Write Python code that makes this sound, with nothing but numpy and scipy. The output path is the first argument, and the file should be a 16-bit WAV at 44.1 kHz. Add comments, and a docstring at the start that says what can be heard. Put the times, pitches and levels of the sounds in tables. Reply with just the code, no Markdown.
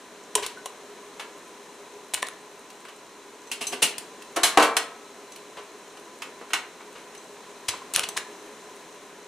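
"""Live crawfish splash one by one into a tall steel pot of simmering water in a small kitchen.
Each one slaps the surface, throws drops and traps bubbles, and the air in the pot rings along.
In between, shells and utensils clatter in the steel sink, which rings after the heavy knocks.
Behind it all the simmer hisses and fizzes, and the air in the pot hums with it."""
import sys
import numpy as np
from scipy import signal
from scipy.fft import rfft, irfft, next_fast_len
from scipy.io import wavfile

SR = 44100
rng = np.random.default_rng(int(sys.argv[2]) if len(sys.argv) > 2 else 0)


def materialize(psi):
    """Save the field psi as 16-bit PCM at rate SR to the path in sys.argv[1].

    A 1-D psi becomes a single channel; in a 2-D psi each row is a channel.
    """
    bounded = np.clip(np.atleast_2d(psi).T, -1, 1)
    quanta = np.round(bounded * 32767).astype(np.int16)
    wavfile.write(sys.argv[1], SR, quanta)


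N = 408807

# Fade time of the kitchen's echo (t60 is the time to fade by 60 dB): f/Hz, t60/s
ECHO_FADE = [(150, 0.35), (500, 0.51), (1500, 0.41), (4000, 0.28), (12000, 0.18)]
# Tone of the simmer's hiss: f/Hz, level/dB
SIMMER_COLOUR = [(25, -20), (65, -22.5), (110, -16), (180, -3.5), (280, 2.5), (520, 2.5), (700, -0.5),
                 (1100, -3.5), (1800, -5), (4100, -12), (4700, -16.5), (6200, -10), (9700, -17),
                 (15000, -34)]
# Strength of the simmer over time: t/s, level/dB
SIMMER_STRENGTH = [(0, -45.9), (0.9, -45), (3.2, -46.5), (4.15, -44.5), (5.3, -45.5), (6.9, -45.5),
                   (8.3, -43.5), (9.27, -46)]

# Notes of the steel sink, and of a utensil (close pairs that beat): f/Hz, level/dB, t60/s
SINK_NOTES = [(305, 2, .28), (458, -3, .65), (490, -4, .25), (587, -7, .25), (683, -4, .5), (768, -5, .3),
              (915, -5, .25), (956, -2, .3), (1048, -3, .65), (1157, 0, .55), (1251, -5, .3),
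              (1297, -12.5, 1.35), (1323, -11, .6), (1519, -4, .3), (1610, -13, .7), (1769, -7, .35),
              (2024, -12, .5), (2334, -12, .7), (2722, -13, .4)]
UTENSIL_NOTES = [(4060, -9, .14), (4130, -11, .09), (6135, 0, .13), (6240, -4, .08), (7760, -5, .1),
                 (7980, -8, .06), (9950, -8, .05)]
# Short resonances that colour all knocks, rattles and taps: f/Hz, gain/dB, t60/s
CLATTER_RESONANCES = [(251, -4, 0.089), (670, 2, 0.12), (1100, -10, 0.03), (2030, -23, 0.018),
                      (2715, -4.5, 0.012), (3060, -4, 0.042), (4110, -4, 0.0089)]
# Light touches on the utensil: t/s, level/dB
UTENSIL_CLINKS = [(3.472, -48), (3.6692, -26.5), (4.434, -22.5), (5.320, -46), (7.176, -44.5),
                  (7.686, -30.5), (8.089, -39)]
# Heavy knocks and light taps at the sink: t/s, t60/s, level/dB, brightness/(dB per octave)
HEAVY_KNOCKS = [(4.360, .06, -33, 3), (4.367, 0.08, -30, -4), (4.432, 0.18, -23, 3.5),
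                (4.573, 0.068, -16.5, -3), (4.595, 0.19, -25.5, -2), (4.623, 0.14, -23.5, -0.3),
                (4.766, 0.056, -23.5, 3.5)]
LIGHT_TAPS = [(1.195, .13, -41, 0.3), (2.701, 0.038, -57, 7), (2.850, 0.068, -52, 1.5),
              (2.883, .09, -51.5, 1.3), (4.220, .04, -54.5, 7.5), (5.320, 0.03, -57.5, 9),
              (5.359, 0.042, -55, 8), (5.971, .05, -53, 2.5), (6.219, .085, -41, 2.5),
              (6.412, 0.094, -51, -5.5), (6.503, .1, -47, -0.5), (6.5325, 0.076, -25.5, 2),
              (7.148, 0.046, -51.5, 4)]
# Shells rattling and sliding in the sink: t/s, rise/s, t60/s, level/dB, brightness/(dB per octave)
SHELL_RATTLES = [(3.5145, 0.0011, 0.11, -35, 3), (3.607, 0.009, 0.16, -36.5, 1.5),
                 (3.668, .001, 0.14, -48.5, 9), (3.719, 0.013, .1, -34, -0.5),
                 (3.819, .009, 0.13, -23.5, 3.5), (3.981, .001, 0.032, -37.5, 6)]
# Tone of each kind of clatter, octave by octave: f/Hz, level/dB
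KNOCK_TONE = [(200, -23.5), (300, -8), (450, -5), (720, 2.5), (1400, 3.5), (3200, 0), (4800, -1.5),
              (10000, -0.5), (12000, -8.5), (15000, -16)]
TAP_TONE = [(220, -18), (420, -5.5), (800, 1.5), (1150, 6), (2200, 5), (3200, 3.5), (4800, -2.5),
            (10000, -3.5), (15000, -17)]
RATTLE_TONE = [(220, -8.5), (420, 0.5), (1500, -5), (2900, 5.5), (4000, -3), (7000, -2), (10000, 1.5),
               (12000, -9), (15000, -15)]

# Resonances of the air in the pot: f/Hz, gain/dB, t60/s
POT_AIR = [(410.4, 8.5, 0.13), (1004.4, 6.5, 0.041), (2500, -8, 0.1), (4040, -0.5, 0.01)]
# Bubbles trapped under water: t/s, f/Hz, level/dB, t60/s
TRAPPED_BUBBLES = [(0.357, 428, -26, 0.13), (0.36, 927, -18.5, 0.022), (0.573, 1473, -34.5, 0.052),
                   (0.661, 1050, -29.5, 0.023), (2.2295, 980, -22, 0.024), (2.229, 1710, -22.5, 0.032),
                   (2.2848, 1320, -39, .015), (6.413, 472, -35, 0.069), (7.738, 1007, -29.5, 0.041),
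                   (7.818, 1047, -36.5, 0.048), (8.04, 2860, -22, 0.016), (8.163, 1010, -30, 0.025),
                   (8.174, 1700, -21, 0.028), (8.249, 1790, -34, 0.019)]
# A body or tail slaps the water; a shell or drop snaps: t/s, level/dB, brightness/(dB per octave)
WATER_SLAPS = [(0.3525, -20.5, 3), (0.4632, -34.5, 3.5), (0.658, -32.5, 0.5), (2.1358, -36, -1),
               (2.1413, -31, 6.5), (7.937, -35.5, 5.5), (8.088, -33.5, 3)]
SHARP_SNAPS = [(2.1376, -29, 8), (2.1485, -28, 5.5), (2.2282, -21, .3), (2.2857, -32, 4),
               (7.9611, -19, 9.5), (7.9943, -22.5, 7.5), (8.1758, -22.5, 1.5)]
# Thrown water pattering back: t/s, t60/s, level/dB, brightness/(dB per octave)
FALLING_SPRAY = [(0.374, 0.17, -42.5, -4), (0.422, 0.25, -40, 3), (2.172, .08, -43, -1.5),
                 (2.220, 0.027, -43.5, 6.5), (2.265, 0.024, -47, 7.5), (5.567, 0.2, -46, -2.6),
                 (6.801, .14, -53, -4.5), (6.951, 0.31, -52, -2), (7.682, 0.052, -31, 6.5),
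                 (7.698, 0.45, -46.5, 0.8), (7.943, .16, -37.5, 7), (7.970, 0.19, -38, -2.4),
                 (8.031, .06, -36.5, 4.5), (8.165, .08, -36, 6)]
# Tone of each part of a splash, octave by octave: f/Hz, level/dB
SLAP_TONE = [(220, -30), (420, -1), (1100, 0), (1750, -10), (3100, 3), (4800, -5), (8000, 3.5), (10000, 3),
             (12000, -7), (15000, -11.5)]
SNAP_TONE = [(220, -22), (420, -7), (1300, 5.5), (3200, 0), (4800, -8), (10000, 0.5), (12000, -14),
             (15000, -18)]
SPRAY_TONE = [(220, -20), (420, -3.5), (1200, 2.5), (3000, 5), (4800, -1), (10000, -4.5), (12000, -17.5),
              (15000, -16.5)]

# Stereo is built from "mid" (what left and right share) and "side" (what they do not).
# Gain of the side signal, which sets the width: f/Hz, gain/dB
STEREO_WIDTH = [(40, -3), (130, -10), (330, -24), (700, -17), (1400, -11), (2800, -6.5), (5600, -5),
                (9500, -4), (13000, 5)]
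# How much louder the left is than the right: f/Hz, level/dB
LEFT_OVER_RIGHT = [(400, 1), (1400, 0.2), (2800, 0.1), (5600, 1), (9000, 2), (13000, 0.5)]

PIVOT_HZ, TILT_FROM_HZ, TILT_TO_HZ = 1920, 320, 7400  # brightness tilts a tone about the pivot
RING_HZ, RING_DB, RING_GROWTH = 700, -42.5, 1.38  # growth: dB of sink ring per dB of knock at RING_HZ
KNOCK_RISE_S, RISE_HALVING_DB = 0.0045, 7  # rise of a -30 dB knock, and the extra dB that halve it
TAP_RISE_S, SPRAY_RISE_S = 0.0024, 0.0055
SLAP_RISE_S, SLAP_T60_S = 0.0005, 0.029
SNAP_RISE_S, SNAP_T60_S = 0.00017, 0.0058
CUTOFF_HZ = 15400


def from_db(db):
    """Turn decibels into a gain."""
    return 10 ** (np.asarray(db) / 20)


def rms_one(x):
    """Scale a sound to an average strength (rms) of 1."""
    return x / np.sqrt(np.mean(x ** 2) + 1e-20)


def at_hz(points, hz):
    """Look up a pitch in a table of (f/Hz, value), with octaves evenly spaced."""
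    f, value = np.transpose(points)
    return np.interp(np.log(np.maximum(hz, 1)), np.log(f), value)


def add(track, s, sound):
    """Mix a sound into a track, starting at s seconds."""
    start = int(s * SR)
    part = track[..., start:start + sound.shape[-1]]
    part += sound[..., :part.shape[-1]]


def colour(x, spectrum):
    """Shape the tone of a sound with a curve of (f/Hz, gain/dB) points."""
    size = 2 * next_fast_len(x.shape[-1] // 2 + SR // 20)
    gain = from_db(at_hz(spectrum, np.fft.rfftfreq(size, 1 / SR)))
    cepstrum = irfft(np.log(gain))
    # minimum phase: the filter never sounds ahead of a hit
    cepstrum[1:size // 2] *= 2
    cepstrum[size // 2 + 1:] = 0
    return irfft(rfft(x, size) * np.exp(rfft(cepstrum)))[..., :x.shape[-1]]


def resonate(x, modes):
    """The ringing that a sound stirs up in a set of resonances."""
    out = 0
    for hz, gain_db, t60 in modes:
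        r = np.exp(-np.log(1000) / (t60 * SR))
        poles = [1, -2 * r * np.cos(2 * np.pi * hz / SR), r * r]
        out = out + from_db(gain_db) * (1 - r * r) / 2 * signal.lfilter([1, 0, -1], poles, x + 1e-18)
    return out


def fade(t60):
    """Times and loudness curve of a sound that dies away by 60 dB."""
    t = np.arange(int(t60 * SR) + 2) / SR
    return t, np.exp(-np.log(1000) * t / t60)


def low_cut(x, hz):
    """Cut away the sound below a given pitch."""
    return signal.sosfilt(signal.butter(2, hz, "high", fs=SR, output="sos"), x)


def placed(x, side_db, leftward):
    """Set the width of a mid and side pair and lean it left (right, if negative)."""
    return np.array([x[0], from_db(side_db) * x[1] + leftward * x[0]])


def struck_steel(blows, modes):
    """Every blow leaves the notes of a steel body ringing freely; mid and side."""
    out = np.zeros((2, N))
    for s, level_db in blows:
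        for hz, mode_db, t60 in modes:
            t, envelope = fade(t60)
            note = from_db(level_db + mode_db) * envelope * np.sin(2 * np.pi * hz * t)
            add(out, s, note * rng.choice([-1, 1], (2, 1)))
    return out


def impacts(rows, tone, grain_db, bass_db, boom_db):
    """Each impact is a rush of tiny contacts that swells and dies away; mid and side."""
    out = np.zeros((2, N))
    for s, rise, t60, level_db, brightness in rows:
        swell = np.linspace(0, 1, int(abs(rise) * SR) + 2)
        envelope = np.concatenate([swell, fade(t60)[1]])
        noise = rng.standard_normal((2, len(envelope)))
        grains = noise * from_db(grain_db * rng.standard_normal(len(envelope)))
        rush = rms_one(grains * envelope) * np.sqrt(np.mean(envelope ** 2))
        octaves = []
        for hz, db in tone:  # each hit's own brightness tilts its tone duller or brighter
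            tilt_db = brightness * np.log2(np.clip(hz, TILT_FROM_HZ, TILT_TO_HZ) / PIVOT_HZ)
            octaves.append((hz, level_db + db + tilt_db))
        peak_db = max(db for hz, db in octaves)
        octaves += [(45, peak_db + bass_db), (120, peak_db + boom_db)]  # a faint low thump with each hit
        # higher octaves hold more of a white noise, so turn them down to match
        spectrum = sorted((hz, db - 10 * np.log10(np.sqrt(2) * hz / SR)) for hz, db in octaves)
        add(out, s, colour(np.pad(rush, [(0, 0), (0, SR // 20)]), spectrum))
    return out


def whine(level_db):
    """A faint, thin electrical tone in the middle."""
    return from_db(level_db) * np.sin(2 * np.pi * 12000 * np.arange(N) / SR) * [[1], [0]]


def kitchen_echo(x, build_s):
    """A blur of echoes builds up, then dies sooner in the treble; mid and side."""
    t = np.arange(SR * 3 // 4) / SR
    edges_hz = np.geomspace(80, 18000, 9)
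    tail = 0
    for low, high in zip(edges_hz, edges_hz[1:]):
        band_pass = signal.butter(2, [low, high], "band", fs=SR, output="sos")
        band = signal.sosfilt(band_pass, rng.standard_normal((2, len(t))))
        t60 = at_hz(ECHO_FADE, np.sqrt(low * high))
        tail = tail + band * np.exp(-np.log(1000) * t / t60)
    tail = rms_one(tail * (1 - np.exp(-t / build_s))) / np.sqrt(len(t))
    return signal.fftconvolve(x[:1], tail, axes=1)[:, :N]


def simmer(gain_db):
    """Countless tiny bubbles collapse in a hiss, and the air in the pot adds a hollow hum."""
    hiss = colour(rng.standard_normal((2, N)), SIMMER_COLOUR)
    strength_db = np.interp(np.arange(N) / SR, *np.transpose(SIMMER_STRENGTH))
    return from_db(strength_db + gain_db) * rms_one(hiss + resonate(hiss, POT_AIR))


def fizz(per_s, level_db, spread_db, low_hz, high_hz, cycles):
    """Single bubbles burst at random, each a very short ping."""
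    out = np.zeros((2, N))
    for when, pitch, softness, side in rng.random((int(per_s * N / SR), 4)):
        hz = low_hz * (high_hz / low_hz) ** pitch
        t, envelope = fade(cycles / hz)
        ping = from_db(level_db - spread_db * np.sqrt(softness)) * envelope * np.sin(2 * np.pi * hz * t)
        add(out, when * N / SR, ping * [[1], [2 * side - 1]])
    return out


def sink_ring():
    """Heavy, dull knocks set the steel sink ringing far more than light, bright ones."""
    blows = []
    for s, _, db, brightness in HEAVY_KNOCKS:
        strength_db = db + 29.5 + brightness * np.log2(RING_HZ / PIVOT_HZ)
        blows.append((s, RING_DB + RING_GROWTH * strength_db))
    return low_cut(struck_steel(blows, SINK_NOTES), hz=255)


def clatter():
    """Shells and utensils knock, rattle and tap in the sink; now and then steel clinks."""
    # the harder a knock, the sooner it peaks
    knocks = [(s, KNOCK_RISE_S * .5 ** ((db + 30) / RISE_HALVING_DB), t60, db, brightness)
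              for s, t60, db, brightness in HEAVY_KNOCKS]
    taps = [(s, TAP_RISE_S, t60, db, brightness) for s, t60, db, brightness in LIGHT_TAPS]
    hits = impacts(knocks, KNOCK_TONE, grain_db=1.0, bass_db=-32.5, boom_db=-32)
    hits += impacts(SHELL_RATTLES, RATTLE_TONE, grain_db=0.5, bass_db=-39, boom_db=-31)
    hits += impacts(taps, TAP_TONE, grain_db=2.0, bass_db=-38, boom_db=-42)
    clinks = low_cut(struck_steel(UTENSIL_CLINKS, UTENSIL_NOTES), hz=2500)
    return hits + resonate(hits, CLATTER_RESONANCES) + clinks


def plops(glide):
    """A trapped bubble rings briefly, rising in pitch as it nears the surface."""
    out = np.zeros(N)
    for s, hz, level_db, t60 in TRAPPED_BUBBLES:
        t, envelope = fade(t60)
        phase = 2 * np.pi * hz * t * (1 + glide * t / t60)
        add(out, s, from_db(level_db) * envelope * np.sin(phase))
    return out


def splashes(pot_air_db):
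    """Crawfish hit the water: slaps, snaps, spray and bubbles set the air in the pot ringing."""
    slaps = [(s, SLAP_RISE_S, SLAP_T60_S, db, brightness) for s, db, brightness in WATER_SLAPS]
    snaps = [(s, SNAP_RISE_S, SNAP_T60_S, db, brightness) for s, db, brightness in SHARP_SNAPS]
    sprays = [(s, SPRAY_RISE_S, t60, db, brightness) for s, t60, db, brightness in FALLING_SPRAY]
    water = impacts(slaps, SLAP_TONE, grain_db=3.0, bass_db=-41, boom_db=-41)
    water += impacts(snaps, SNAP_TONE, grain_db=5.5, bass_db=-45, boom_db=-30)
    water += impacts(sprays, SPRAY_TONE, grain_db=4.0, bass_db=-32, boom_db=-25.5)
    water[0] += low_cut(plops(glide=0.05), hz=344)
    return water + from_db(pot_air_db) * resonate(water, POT_AIR)


def scene():
    """The pot is close by; the sink is to its right, farther off and with more echo."""
    pot = placed(splashes(pot_air_db=-4.5), side_db=-7.0, leftward=0.057)
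    pot += fizz(per_s=16, level_db=-32, spread_db=14, low_hz=6500, high_hz=10500, cycles=20)
    pot += fizz(per_s=13, level_db=-46, spread_db=17, low_hz=700, high_hz=4120, cycles=8.5)
    sink = placed(clatter(), side_db=-3.0, leftward=-0.23)
    ring = placed(sink_ring(), side_db=-8, leftward=-.05)
    echo = kitchen_echo(from_db(-10.5) * pot + from_db(-7.5) * sink, build_s=0.0044)
    hiss = placed(simmer(gain_db=-0.33), side_db=-2.0, leftward=.05)
    mid, side = pot + sink + ring + echo + hiss + whine(level_db=-76)
    side = colour(side, STEREO_WIDTH)
    return np.array([mid + side, mid - side])


def record(dry):
    """The two microphone openings differ a little in tone; peaks are clipped, the top treble is cut."""
    channels = [colour(x, [(hz, sign * db / 2) for hz, db in LEFT_OVER_RIGHT])
                for x, sign in zip(dry, (1, -1))]
    low_pass = signal.ellip(10, .2, 80, CUTOFF_HZ, fs=SR, output="sos")
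    return signal.sosfilt(low_pass, np.clip(channels, -.92, .92))


dry = scene()
out = record(dry)
materialize(out)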